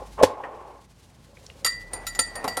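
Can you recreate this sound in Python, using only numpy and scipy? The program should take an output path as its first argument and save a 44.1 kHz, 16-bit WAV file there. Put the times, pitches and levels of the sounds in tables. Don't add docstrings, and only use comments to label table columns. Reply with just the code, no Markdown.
import sys
import numpy as np
from scipy import signal
from scipy.fft import rfft, irfft, next_fast_len
from scipy.io import wavfile
from scipy.ndimage import uniform_filter1d, map_coordinates

SR = 44100
rng = np.random.default_rng(int(sys.argv[2]) if len(sys.argv) > 2 else 0)


def volts_from_db(level):
    exponent = np.asarray(level, float) / 20
    return 10 ** exponent


def materialize(psi):
    bounded = np.clip(np.atleast_2d(psi).T, -1, 1)
    quanta = np.round(bounded * 32767).astype(np.int16)
    wavfile.write(sys.argv[1], SR, quanta)


N = 114660
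STRIKE_S = 0.0012
FLUTTER_PER_S = 140


def unit(x):
    return x / np.sqrt(np.mean(x ** 2) + 1e-20)


def along(points, hz):
    point_hz, value = np.transpose(points)
    return np.interp(np.log(hz + 1), np.log(point_hz + 1), value)


def curve(rows):
    return np.interp(np.arange(N) / SR, *np.transpose(rows))


def wobble(rate):
    knots = rng.standard_normal(int(N * rate / SR) + 4)
    return map_coordinates(knots, [np.arange(N) * rate / SR])


def noise(spectrum, n=N):
    m = next_fast_len(n + 2048)
    closed = list(spectrum) + [(4 * spectrum[-1][0], -100)]
    gain = volts_from_db(along(closed, np.fft.rfftfreq(m, 1 / SR)))
    return unit(irfft(rfft(rng.standard_normal(m)) * gain, m)[:n])


def add(out, start_s, db, modes, attack_s, scatter_db=0, clock=None, flutter_db=0):
    i = round(start_s * SR)
    t = np.arange(min(N - i, SR // 2)) / SR
    bent_t = t if clock is None else clock[i:i + len(t)] - clock[i]
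    hz, level_db, t60_s = np.transpose(modes)[:, :, None]
    knots = rng.standard_normal((len(hz), 200))
    shake = np.array([np.interp(t * FLUTTER_PER_S, np.arange(len(k)), k) for k in knots])
    level_db = level_db + scatter_db * rng.standard_normal(hz.shape) + flutter_db * shake
    rings = volts_from_db(db + level_db - 60 * t / t60_s) * np.sin(2 * np.pi * hz * bent_t)
    out[i:i + len(t)] += rings.sum(0) * (1 - np.exp(-t / attack_s))


def burst(start_s, db, spectrum, t60_s):
    t = np.arange(SR // 5) / SR
    envelope = volts_from_db(db - 60 * t / t60_s) * (1 - np.exp(-2 * t / STRIKE_S))
    return np.pad(envelope * noise(spectrum, len(t)), (round(start_s * SR), N))[:N]


def chatter(ring):
    level_db, t60_s = -5, 0.035
    n = SR // 20
    spray = rng.standard_normal(n) ** 3 * volts_from_db(-60 * np.arange(n) / SR / t60_s)
    return ring + volts_from_db(level_db) * signal.fftconvolve(ring, spray / np.linalg.norm(spray))[:N]


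# start_s, glass_db, spoon_db, bowl_pitch_hz, upper_mode_lean_db
CLINKS = [(1.646, -23, -21, 5420, 8.5), (1.662, -22.5, -20.5, 5437, -4), (1.9322, -35.5, -35.5, 5310, 8),
          (2.067, -30, -27.5, 5520, 4), (2.149, -33.5, -36, 5180, 3.5), (2.191, -22.5, -20, 5060, 0),
          (2.3538, -33, -35.5, 5500, -8), (2.4417, -53, -33, 5220, 4), (2.478, -29, -29.5, 5270, 6.5),
          (2.569, -30.5, -27.5, 5540, 4.5)]
# pitch_hz, level_db, t60_s
GLASS = [(1871, -8, 0.34), (1975, -11, 0.62), (4693, -0.5, 0.24), (4714, 0, 0.26), (8700, -6, 0.09),
         (8480, -7.5, 0.24)]
# pitch_hz, level_db, t60_s
SPOON = [(1345, -5, .12), (2040, -5, .05), (3905, -10, .075), (7020, -7, .18), (9290, -8, .12),
         (11250, -8, .055), (12350, -14, .11)]
# time_s, pitch_ratio
SWIRL = [(2.0, 1), (2.2, .989), (2.6, .989)]
# freq_hz, level_db
CRACK = [(500, -20), (1200, -6.5), (4000, -1.5), (10000, -7.5), (16000, -21)]


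def clinks():
    scatter_db, soft_from_db = 2.5, -22
    soft_db_per_octave = 0.94
    out, clock = np.zeros(N), np.cumsum(curve(SWIRL)) / SR
    upper = np.resize([-1, 1], len(GLASS))[:, None] * [0, 1, 0]
    octaves = np.log2(np.array(GLASS)[:, :1] / GLASS[0][0]) * [0, 1, 0]
    for start_s, glass_db, spoon_db, bowl_hz, lean_db in CLINKS:
        softening = soft_db_per_octave * (glass_db - soft_from_db) * octaves
        glass = np.array(GLASS) + lean_db * upper + softening
        add(out, start_s, glass_db, glass, STRIKE_S, scatter_db / 2, clock, flutter_db=1.5)
        ring = np.zeros(N)
        add(ring, start_s, spoon_db, SPOON, STRIKE_S, scatter_db, flutter_db=4)
        add(ring, start_s, spoon_db - 5, [(bowl_hz, 0, 0.045)], STRIKE_S)
        rattle_hz = np.exp(rng.uniform(np.log(1107.5), np.log(13914), size=16))
        rattle = [(hz, -15.5, 0.068) for hz in rattle_hz]
        add(ring, start_s, spoon_db, rattle, STRIKE_S, scatter_db)
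        crack = burst(start_s, spoon_db - 2.5, CRACK, t60_s=0.07)
        out = out + chatter(ring) + crack
    return out


# start_s, level_db, stem_db
KNOCKS = [(1.649, -31.5, -25.5), (1.934, -33.5, -24), (2.190, -26, -14), (2.355, -33, -27),
          (2.442, -19.5, -44), (2.449, -21.5, -53), (2.477, -24, -39), (2.572, -24.5, -28)]
# pitch_hz, level_db, t60_s
BASE = [(284.6, -10, .06), (510, -1, .06), (743, 0, .05), (862, -5, .06), (1060, -4, .05), (1395, -9, .07)]
# freq_hz, level_db
WIDE = [(90, -15), (220, -8), (800, 1), (1150, -8.5), (2500, -16.5)]


def knocks():
    out = np.zeros(N)
    for start_s, db, stem_db in KNOCKS:
        add(out, start_s, stem_db, [(9050, 0, 0.12)], STRIKE_S, flutter_db=2)
        detune = 0.02 * rng.standard_normal((len(BASE), 1)) * [1, 0, 0]
        add(out, start_s, db, np.array(BASE) * (1 + detune), STRIKE_S, scatter_db=1.25, flutter_db=4)
        out = out + burst(start_s, db - 4, WIDE, t60_s=0.075)
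    return out


# start_s, level_db, edge_slap_db
BUMPS = [(0.019, -27, -71), (.226, -7.5, -24), (0.2324, 8.5, -14), (0.436, -20, -48)]
# pitch_hz, level_db, t60_s
JAR = [(95, -30, 0.23), (300, -14, 0.05), (430, -8, .035), (517.7, 3.5, .031), (640, -10, 0.03),
       (849, -8, .04), (1012, -12, .04)]
# freq_hz, level_db
SLAP = [(700, -21), (1400, -6), (5300, -9.5), (11000, -18.5), (16000, -37)]


def jar():
    out = np.zeros(N)
    for start_s, db, slap_db in BUMPS:
        add(out, start_s, db, JAR, attack_s=0.0022)
        out = out + burst(start_s, slap_db, SLAP, t60_s=0.086)
    return out


# start_s, level_db, pitch_hz, t60_s
TICKS = [(0.18, -29.5, 980, 0.04), (.212, -13.5, 651, 0.08), (.371, -26.5, 820, 0.1),
         (.402, -25.5, 830, 0.045), (.436, -23, 952, 0.16), (.4365, -26.5, 1860, 0.09),
         (1.369, -40, 2256, 0.027), (1.464, -30.5, 5630, 0.014), (1.5, -26.5, 2850, 0.011)]


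def ticks():
    out = np.zeros(N)
    for start_s, db, hz, t60_s in TICKS:
        add(out, start_s, db, [(hz, 0, t60_s)], STRIKE_S)
        spectrum = [(hz * 0.15, -35), (hz, 0), (hz * 1.57, -14)]
        out = out + burst(start_s, db - 0.5, spectrum, t60_s)
    return out


# time_s, level_db
SLIDE = [(0, -43), (.05, -46.5), (.165, -60.5), (.19, -28), (.3, -29), (.46, -32), (.6, -35), (.76, -40),
         (.9, -63.5)]
# freq_hz, level_db
DRAG = [(180, -22), (400, -8), (600, -5), (720, -9), (850, 0), (950, -11), (1065, 0), (1220, -18),
        (3000, -32)]


def jar_slide():
    lumps = volts_from_db(2 * wobble(110))
    return volts_from_db(curve(SLIDE)) * unit(lumps * noise(DRAG))


# time_s, level_db
RUB = [(1.22, -81), (1.3, -56), (1.9, -52), (1.96, -41), (2.1, -50.5), (2.33, -47.5), (2.38, -39),
       (2.6, -45.5)]
# freq_hz, level_db
NARROW = [(330, -17), (550, -4.5), (750, -28)]


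def mug_rub():
    wide_from_db = -50
    rub_db = curve(RUB)
    brisk = volts_from_db(2.76 * np.minimum(rub_db - wide_from_db, 0))
    lumps = volts_from_db(3 * wobble(70))
    return volts_from_db(rub_db) * lumps * (brisk * noise(WIDE) + (1 - brisk) * noise(NARROW))


# freq_hz, t60_s
ROOM = [(200, 0.32), (2000, 0.38), (12000, 0.22)]


def kitchen(x):
    hz, t, z = signal.stft(rng.standard_normal(SR // 2), SR, nperseg=256)
    decay = volts_from_db(-60 * t / along(ROOM, hz)[:, None])
    tail = signal.istft(z * decay, SR, nperseg=256)[1]
    delayed = np.pad(x, (150, 0))
    return signal.fftconvolve(delayed, tail / np.linalg.norm(tail))[:N]


# freq_hz, level_db
HUSH = [(30, -36), (80, 0.5), (163, -4.5), (388, -14.5), (2200, -27), (4000, -34.5), (6400, -35),
        (11400, -48.5), (16300, -53)]
# time_s, pitch_hz, level_db
RUMBLE = [(0, 52.2, -43.5), (.24, 56.4, -45), (0.328, 56.7, -51.5), (1.6, 53, -57.5), (1.8, 44.9, -48.5),
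          (2.6, 39.8, -54)]


def room_tone():
    hush = volts_from_db(0.84 * wobble(6.24)) * noise(HUSH)
    rustle = volts_from_db(-8.0 + 2.97 * wobble(60)) * noise(CRACK)
    time_s, hz, db = np.transpose(RUMBLE)
    hum_hz = curve(np.c_[time_s, hz]) + 3.3 * wobble(19)
    hum_db = curve(np.c_[time_s, db]) + 1.4 * wobble(2.7)
    hum = np.sqrt(2) * np.sin(2 * np.pi * np.cumsum(hum_hz) / SR)
    return volts_from_db(-51) * (hush + rustle) + volts_from_db(hum_db) * hum


def scene():
    hits = clinks() + knocks() + jar() + ticks()
    room = volts_from_db(-14) * kitchen(hits)
    return (hits + room + jar_slide() + mug_rub() + room_tone())[None]


def band_limit(x):
    return signal.sosfilt(signal.butter(12, 16480, fs=SR, output="sos"), x)


def record(dry):
    duck_from_db, duck_share, recover_db_per_s, lag_s = -19.5, 0.57, 6, 0.044
    top, knee = 1.0, 6
    recovery_db = recover_db_per_s * np.arange(N) / SR
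    level_db = 10 * np.log10(np.abs(uniform_filter1d(dry[0] ** 2, size=441)) + 1e-12)
    over_db = duck_share * np.maximum(level_db - duck_from_db, 0)
    held_db = np.maximum.accumulate(over_db + recovery_db) - recovery_db
    k = 1 / (lag_s * SR)
    ducked = dry * volts_from_db(-signal.lfilter([k], [1, k - 1], held_db))
    clipped = ducked / (1 + np.abs(ducked / top) ** knee) ** (1 / knee)
    return band_limit(clipped)


dry = scene()
out = record(dry)
materialize(out)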